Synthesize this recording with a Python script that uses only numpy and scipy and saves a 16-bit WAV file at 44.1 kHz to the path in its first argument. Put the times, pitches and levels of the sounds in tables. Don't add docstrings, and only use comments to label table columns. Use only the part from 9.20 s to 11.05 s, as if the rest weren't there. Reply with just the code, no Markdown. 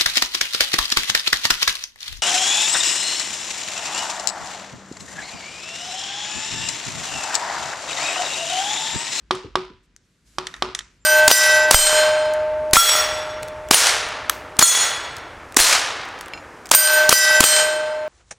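import sys
import numpy as np
from scipy import signal
from scipy.fft import rfft, irfft, next_fast_len
from scipy.io import wavfile
from scipy.ndimage import map_coordinates

SR = 44100
rng = np.random.default_rng(int(sys.argv[2]) if len(sys.argv) > 2 else 0)


def inscribe(sig):
    pcm = np.round(np.clip(np.atleast_2d(sig).T, -1, 1) * 32767)
    wavfile.write(sys.argv[1], SR, pcm.astype(np.int16))


N = 81585
T = np.arange(int(.6 * SR)) / SR

# (time [s], knock [dB], metal [dB], metal midrange [dB], metal treble [dB],
# hum [dB], wash [dB], wash treble [dB])
BLOWS = [(.1088, -2.5, -7, -1.5, -6.5, -19, -28.5, 0), (0.355, -1, -9.5, 2.5, -4, -19, -31, -4.5),
         (1.184, -8, -15, 1, 2.5, -28, -33, -0.5), (1.4224, -5, -6, -3.5, -6, -24.5, -29, -3)]
# (frequency [Hz], level [dB], t60 [s])
KNOCK_MODES = [(420, -24, 0.04), (647, -14, 0.012), (787, -7, .010), (1020, 0, 0.01), (1148, -9.5, 0.033),
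               (1450, -20, 0.0078)]
# (frequency [Hz], level [dB], t60 [s])
CLANK_MODES = [(793, -44.5, 0.13), (994, -39.5, 0.46), (1125, -36, .22), (1224, -34, .3)]
# (frequency [Hz], gain [dB])
RUBBER_SPECTRUM = [(100, -2), (2000, 1), (4000, 0.5), (6000, -3.5), (8000, -8), (15000, -5)]
# (frequency [Hz], level [dB])
BLOW_WASH_SPECTRUM = [(60, -12), (150, 1), (300, -2), (520, -3), (750, -5), (1000, 1.5), (1250, 1),
                      (1700, -9.5), (2500, -10.5), (3600, -11), (5200, -13), (6800, -22), (9500, -26.5),
                      (12000, -39.5), (16000, -55.5)]
KNOCK_ATTACK_S, METAL_LAG_S, BLOW_PAN_DB = 0.0004, 0.0006, -2.5
HUM_HZ, HUM_T60_S, HUM_ATTACK_S = 371, 0.31, 0.0085


def mallet():
    out = np.zeros((2, N))
    for s, knock_db, metal_db, mid_db, treble_db, hum_db, wash_db, wash_treble_db in BLOWS:
        knock = sum(ring([mode], KNOCK_ATTACK_S) for mode in KNOCK_MODES + CLANK_MODES)
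        jarred = colour(metal(), RUBBER_SPECTRUM, mid_db, treble_db)
        hum = ring([(HUM_HZ, hum_db, HUM_T60_S)], HUM_ATTACK_S)
        add(out, s, amp(knock_db) * placed(knock, BLOW_PAN_DB))
        add(out, s + METAL_LAG_S, amp(metal_db) * placed(jarred, BLOW_PAN_DB))
        add(out, s, hum)
        add(out, s, amp(wash_db) * wash(BLOW_WASH_SPECTRUM, 0, wash_treble_db))
    return out


# (frequency [Hz], level [dB], t60 [s])
METAL_MODES = [(1276, -15.5, 0.033), (1730, -9.5, 0.012), (1870, -8.5, 0.015), (2440, -28, 0.038),
               (3072, -8, 0.0094), (3472, -7.5, 0.012), (3680, -10.5, 0.021), (4360, -14.5, 0.014),
               (5250, -16, 0.022), (5650, -11, .02), (7275, -14, 0.0085), (7620, -21, 0.036),
               (9400, -14, .009)]
# (frequency [Hz], level [dB])
CRACK_SPECTRUM = [(100, -20), (700, -13.5), (1500, -7.5), (3800, 1), (6500, -6.5), (9500, -10),
                  (12000, -25.5), (16000, -39.5)]
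METAL_ATTACK_S, MODE_SCATTER_DB = 0.00018, 1.2
CRACK_DB, CRACK_T60_S = -4, 0.021
CRACK_WIDTH = 0.47
AFTER_RING_DB, AFTER_RING_T60_FACTOR = -24.5, 9.4


def metal():
    grit = diffuse(len(T))
    centre = grit.mean(0)
    grit = centre + CRACK_WIDTH * (grit - centre)
    crack = unit(colour(grit, CRACK_SPECTRUM)) * fade(CRACK_T60_S, METAL_ATTACK_S)
    linger = [(hz, db + AFTER_RING_DB, t60 * AFTER_RING_T60_FACTOR) for hz, db, t60 in METAL_MODES]
    modes = ring(METAL_MODES + linger, METAL_ATTACK_S, MODE_SCATTER_DB)
    return modes + amp(CRACK_DB) * crack


# (time [s], level [dB], midrange [dB], treble [dB], wash [dB])
CLACKS = [(0.151, -30, -7, 5.5, -51), (1.2693, -15, 1.5, -3, -45), (1.3399, -26, 6, -5.5, -46.5),
          (1.3644, -38.5, 10.5, 2, -62), (1.549, -14.5, 1.5, 4, -41.5), (1.5902, -17.5, 1, 2, -60),
          (1.607, -29, 3.5, -9, -65.5)]
# (frequency [Hz], gain [dB])
HARD_SPECTRUM = [(300, -5), (1100, 0), (1900, 1.5), (2800, -3.5), (3700, 3.5), (4800, -4), (6000, 3),
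                 (7500, -0.5), (9500, -0.5), (15000, -1)]
# (frequency [Hz], level [dB])
CLACK_WASH_SPECTRUM = [(100, -16.5), (750, -10.5), (1200, 2), (1900, 0.5), (2700, -4.5), (3700, -7.5),
                       (4800, -7), (6200, -3), (9000, -12), (12000, -27.5), (16000, -40.5)]
CLACK_PAN_DB = -2


def loose_parts():
    out = np.zeros((2, N))
    for s, db, mid_db, treble_db, wash_db in CLACKS:
        clack = colour(metal(), HARD_SPECTRUM, mid_db, treble_db)
        add(out, s, amp(db) * placed(clack, CLACK_PAN_DB))
        add(out, s, amp(wash_db) * wash(CLACK_WASH_SPECTRUM, mid_db, treble_db))
    return out


# (time [s], level [dB])
TICKS = [(.4215, -41.5), (.452, -44), (0.7636, -30), (1.587, -34)]
# (frequency [Hz], level [dB])
TICK_SPECTRUM = [(200, -51), (1000, -30), (1600, -12), (3000, -15.5), (6000, 0), (9000, -10.5),
                 (15000, -36)]
TICK_T60_S, TICK_PAN_DB = 0.0061, 5
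SNAP_DB, TICK_WASH_DB = 10.5, -36.5


def ticks():
    out = np.zeros((2, N))
    for s, db in TICKS:
        grit = rng.standard_normal(len(T)) * np.exp(-np.log(1000) * T / TICK_T60_S)
        snap = amp(SNAP_DB) * (T == 0)
        tick = colour(grit + snap, TICK_SPECTRUM)
        direct = placed(tick / np.abs(tick).max(), TICK_PAN_DB)
        add(out, s, amp(db) * (direct + amp(TICK_WASH_DB) * wash(TICK_SPECTRUM)))
    return out


# (time [s], level [dB], hollow part relative to thud [dB])
BUMPS = [(.138, -36.5, -21.5), (0.2413, -32, 0), (0.27, -41.5, -10), (0.389, -37, -13.5), (.493, -43, 0.5),
         (.53, -53, -8), (1.205, -45, -22), (1.371, -49, -26), (1.474, -34.5, -5)]
# (frequency [Hz], level [dB])
BUMP_SPECTRUM = [(20, -20), (55, -5.5), (130, -3.5), (220, -7), (400, -15), (600, -36.5), (2000, -60.5),
                 (8000, -95.5)]
# (frequency [Hz], level [dB])
HOLLOW_SPECTRUM = [(100, -35.5), (230, -10), (320, 2.5), (440, 2.5), (560, -15.5), (900, -42.5),
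                   (8000, -88)]
BUMP_ATTACK_S, BUMP_T60_S = 0.0044, 0.15


def bumps():
    out = np.zeros((2, N))
    for s, db, hollow_db in BUMPS:
        thud = unit(colour(diffuse(len(T)), BUMP_SPECTRUM))
        hollow = unit(colour(diffuse(len(T)), HOLLOW_SPECTRUM))
        add(out, s, amp(db) * fade(BUMP_T60_S, BUMP_ATTACK_S) * (thud + amp(hollow_db) * hollow))
    return out


# (time [s], length [s], level [dB])
BRUSHES = [(0.625, 0.043, -71.5), (0.782, 0.36, -74), (1.037, 0.17, -61.5), (1.197, 0.27, -61.5),
           (1.687, 0.12, -72.5)]
# (frequency [Hz], level [dB])
BRUSH_SPECTRUM = [(200, -25), (900, -11), (1800, -5), (4000, -1.5), (7500, 0), (12000, -10.5),
                  (15000, -26.5)]


def brushes():
    out = np.zeros((2, N))
    for s, length_s, db in BRUSHES:
        size = int(length_s * SR)
        friction = unit(colour(diffuse(size), BRUSH_SPECTRUM))
        add(out, s, amp(db) * signal.windows.tukey(size) * friction)
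    return out


SCRAPE_S, SCRAPE_RISE_S, SCRAPE_DB = 1.79, 0.021, -65
SCRAPE_HZ, SCRAPE_SIGMA_HZ = 7310, 130


def scrape():
    hz = np.fft.rfftfreq(N, 1 / SR)
    band = np.exp(-.5 * ((hz - SCRAPE_HZ) / SCRAPE_SIGMA_HZ) ** 2)
    rise = np.clip((np.arange(N) / SR - SCRAPE_S) / SCRAPE_RISE_S, 0, 1)
    return amp(SCRAPE_DB) * rise * unit(irfft(rfft(diffuse(N)) * band, N))


# (frequency [Hz], t60 [s])
ROOM_T60 = [(100, 0.17), (1000, 0.53), (3000, 0.76), (6000, .55), (14000, 0.16)]
ROOM_SINK_DB_PER_S2 = 162.5
EARLY_DB, EARLY_T60_S = 2.5, 0.046
GRAIN_DB, GRAIN_PER_S = 2, 560


def wash(spectrum, mid_db=0, treble_db=0):
    grains = diffuse(len(T)) * amp(GRAIN_DB * wobble(GRAIN_PER_S, len(T)))
    noise = unit(colour(grains, spectrum, mid_db, treble_db))
    hz, t, bins = signal.stft(noise, SR, nperseg=256)
    decay = np.exp(-np.log(1000) * t / along(ROOM_T60, hz)[:, None])
    sink = amp(-ROOM_SINK_DB_PER_S2 * t ** 2)
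    tail = signal.istft(bins * decay * sink, SR, nperseg=256)[1][:, :len(T)]
    swell = 1 - np.exp(-T / 0.001) + amp(EARLY_DB) * fade(EARLY_T60_S, 0.00067)
    return tail * swell


# (time [s], level [dB])
RUMBLE_LEVEL = [(0, -58.5), (.3, -52.5), (.5, -53), (.77, -64.5), (.83, -68), (.97, -75), (1.03, -58.5),
                (1.3, -59), (1.4, -49), (1.7, -57.5), (1.85, -62.5)]
# (frequency [Hz], level [dB])
RUMBLE_SPECTRUM = [(15, -35), (30, -12.5), (48, 6.5), (70, -7.5), (110, -16), (250, -38), (2000, -92)]


def rumble():
    return bed(RUMBLE_LEVEL, RUMBLE_SPECTRUM)


# (time [s], level [dB])
HISS_LEVEL = [(0, -62), (.55, -65), (.8, -65.5), (1.03, -66.5), (1.3, -55.5), (1.7, -62.5), (1.85, -63)]
# (frequency [Hz], level [dB])
HISS_SPECTRUM = [(20, -20), (100, 0), (180, 1), (330, -6), (550, -15), (800, -20), (1600, -13.5),
                 (3400, -19), (4700, -21), (7500, -26), (12000, -42.5), (16000, -68.5)]


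def hiss():
    return bed(HISS_LEVEL, HISS_SPECTRUM)


def bed(level, spectrum):
    level_db = np.interp(np.arange(N) / SR, *np.transpose(level))
    return amp(level_db) * unit(colour(diffuse(N), spectrum))


# (frequency [Hz], correlation [0-1])
LIKENESS = [(50, .97), (400, .95), (1200, 0.7), (3000, 0.7), (10000, 0.7)]


def diffuse(size):
    likeness = along(LIKENESS, np.fft.rfftfreq(size, 1 / SR))
    turn = np.arccos(np.clip(likeness, 0, 1)) / 2
    spectra = rfft(rng.standard_normal((2, size)))
    mid, side = irfft(spectra * [np.cos(turn), np.sin(turn)], size)
    return np.array([mid + side, mid - side])


RIGHT_LEADS_S = 0.00001


def placed(x, pan_db):
    hz = np.fft.rfftfreq(len(T), 1 / SR)
    lead = np.exp(1j * np.pi * hz * RIGHT_LEADS_S * np.array([[-1], [1]]))
    return irfft(rfft(x) * lead, len(T)) * amp([[pan_db / 2], [-pan_db / 2]])


def ring(modes, attack_s, scatter_db=0):
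    out = 0
    for k, (hz, db, t60_s) in enumerate(modes):
        gain = amp(db + scatter_db * rng.standard_normal()) * (-1) ** k
        out = out + gain * fade(t60_s, attack_s) * np.sin(2 * np.pi * hz * T)
    return out


def fade(t60_s, attack_s):
    return np.exp(-np.log(1000) * T / t60_s) * (1 - np.exp(-T / attack_s))


def colour(x, spectrum, mid_db=0, treble_db=0):
    m = 2 * next_fast_len(x.shape[-1])
    hz = np.fft.rfftfreq(m, 1 / SR)
    shelves = [(2000, mid_db), (3000, 0), (4200, 0), (7000, treble_db)]
    cepstrum = irfft(np.log(amp(along(spectrum, hz) + along(shelves, hz))))
    cepstrum[1:m // 2] *= 2
    cepstrum[m // 2 + 1:] = 0
    return irfft(rfft(x, m) * np.exp(rfft(cepstrum)), m)[..., :x.shape[-1]]


def along(points, hz):
    f, v = np.transpose(points)
    return np.interp(np.log(hz + 1), np.log(f + 1), v)


def wobble(rate_hz, size):
    return map_coordinates(rng.standard_normal(size), [np.arange(size) * rate_hz / SR])


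def amp(db):
    return 10 ** (np.asarray(db) / 20)


def unit(x):
    return x / np.sqrt(np.mean(x ** 2) + 1e-20)


def add(out, s, x):
    i = round(s * SR)
    out[:, i:i + x.shape[-1]] += x[..., :N - i]


def scene():
    handling = bumps() + brushes() + scrape()
    return mallet() + loose_parts() + ticks() + handling + rumble() + hiss()


LOW_CUT_HZ, TOP_HZ = 42, 15600


def record(dry):
    low_cut = signal.butter(3, LOW_CUT_HZ, "high", fs=SR, output="sos")
    dry = signal.sosfilt(low_cut, dry)
    rounded = dry / (1 + np.abs(dry) ** 8) ** (1 / 8)
    m = next_fast_len(N + SR // 2)
    top_cut = 1 / (1 + (np.fft.rfftfreq(m, 1 / SR) / TOP_HZ) ** 80)
    return irfft(rfft(rounded, m) * top_cut, m)[:, :N]


dry = scene()
out = record(dry)
inscribe(out)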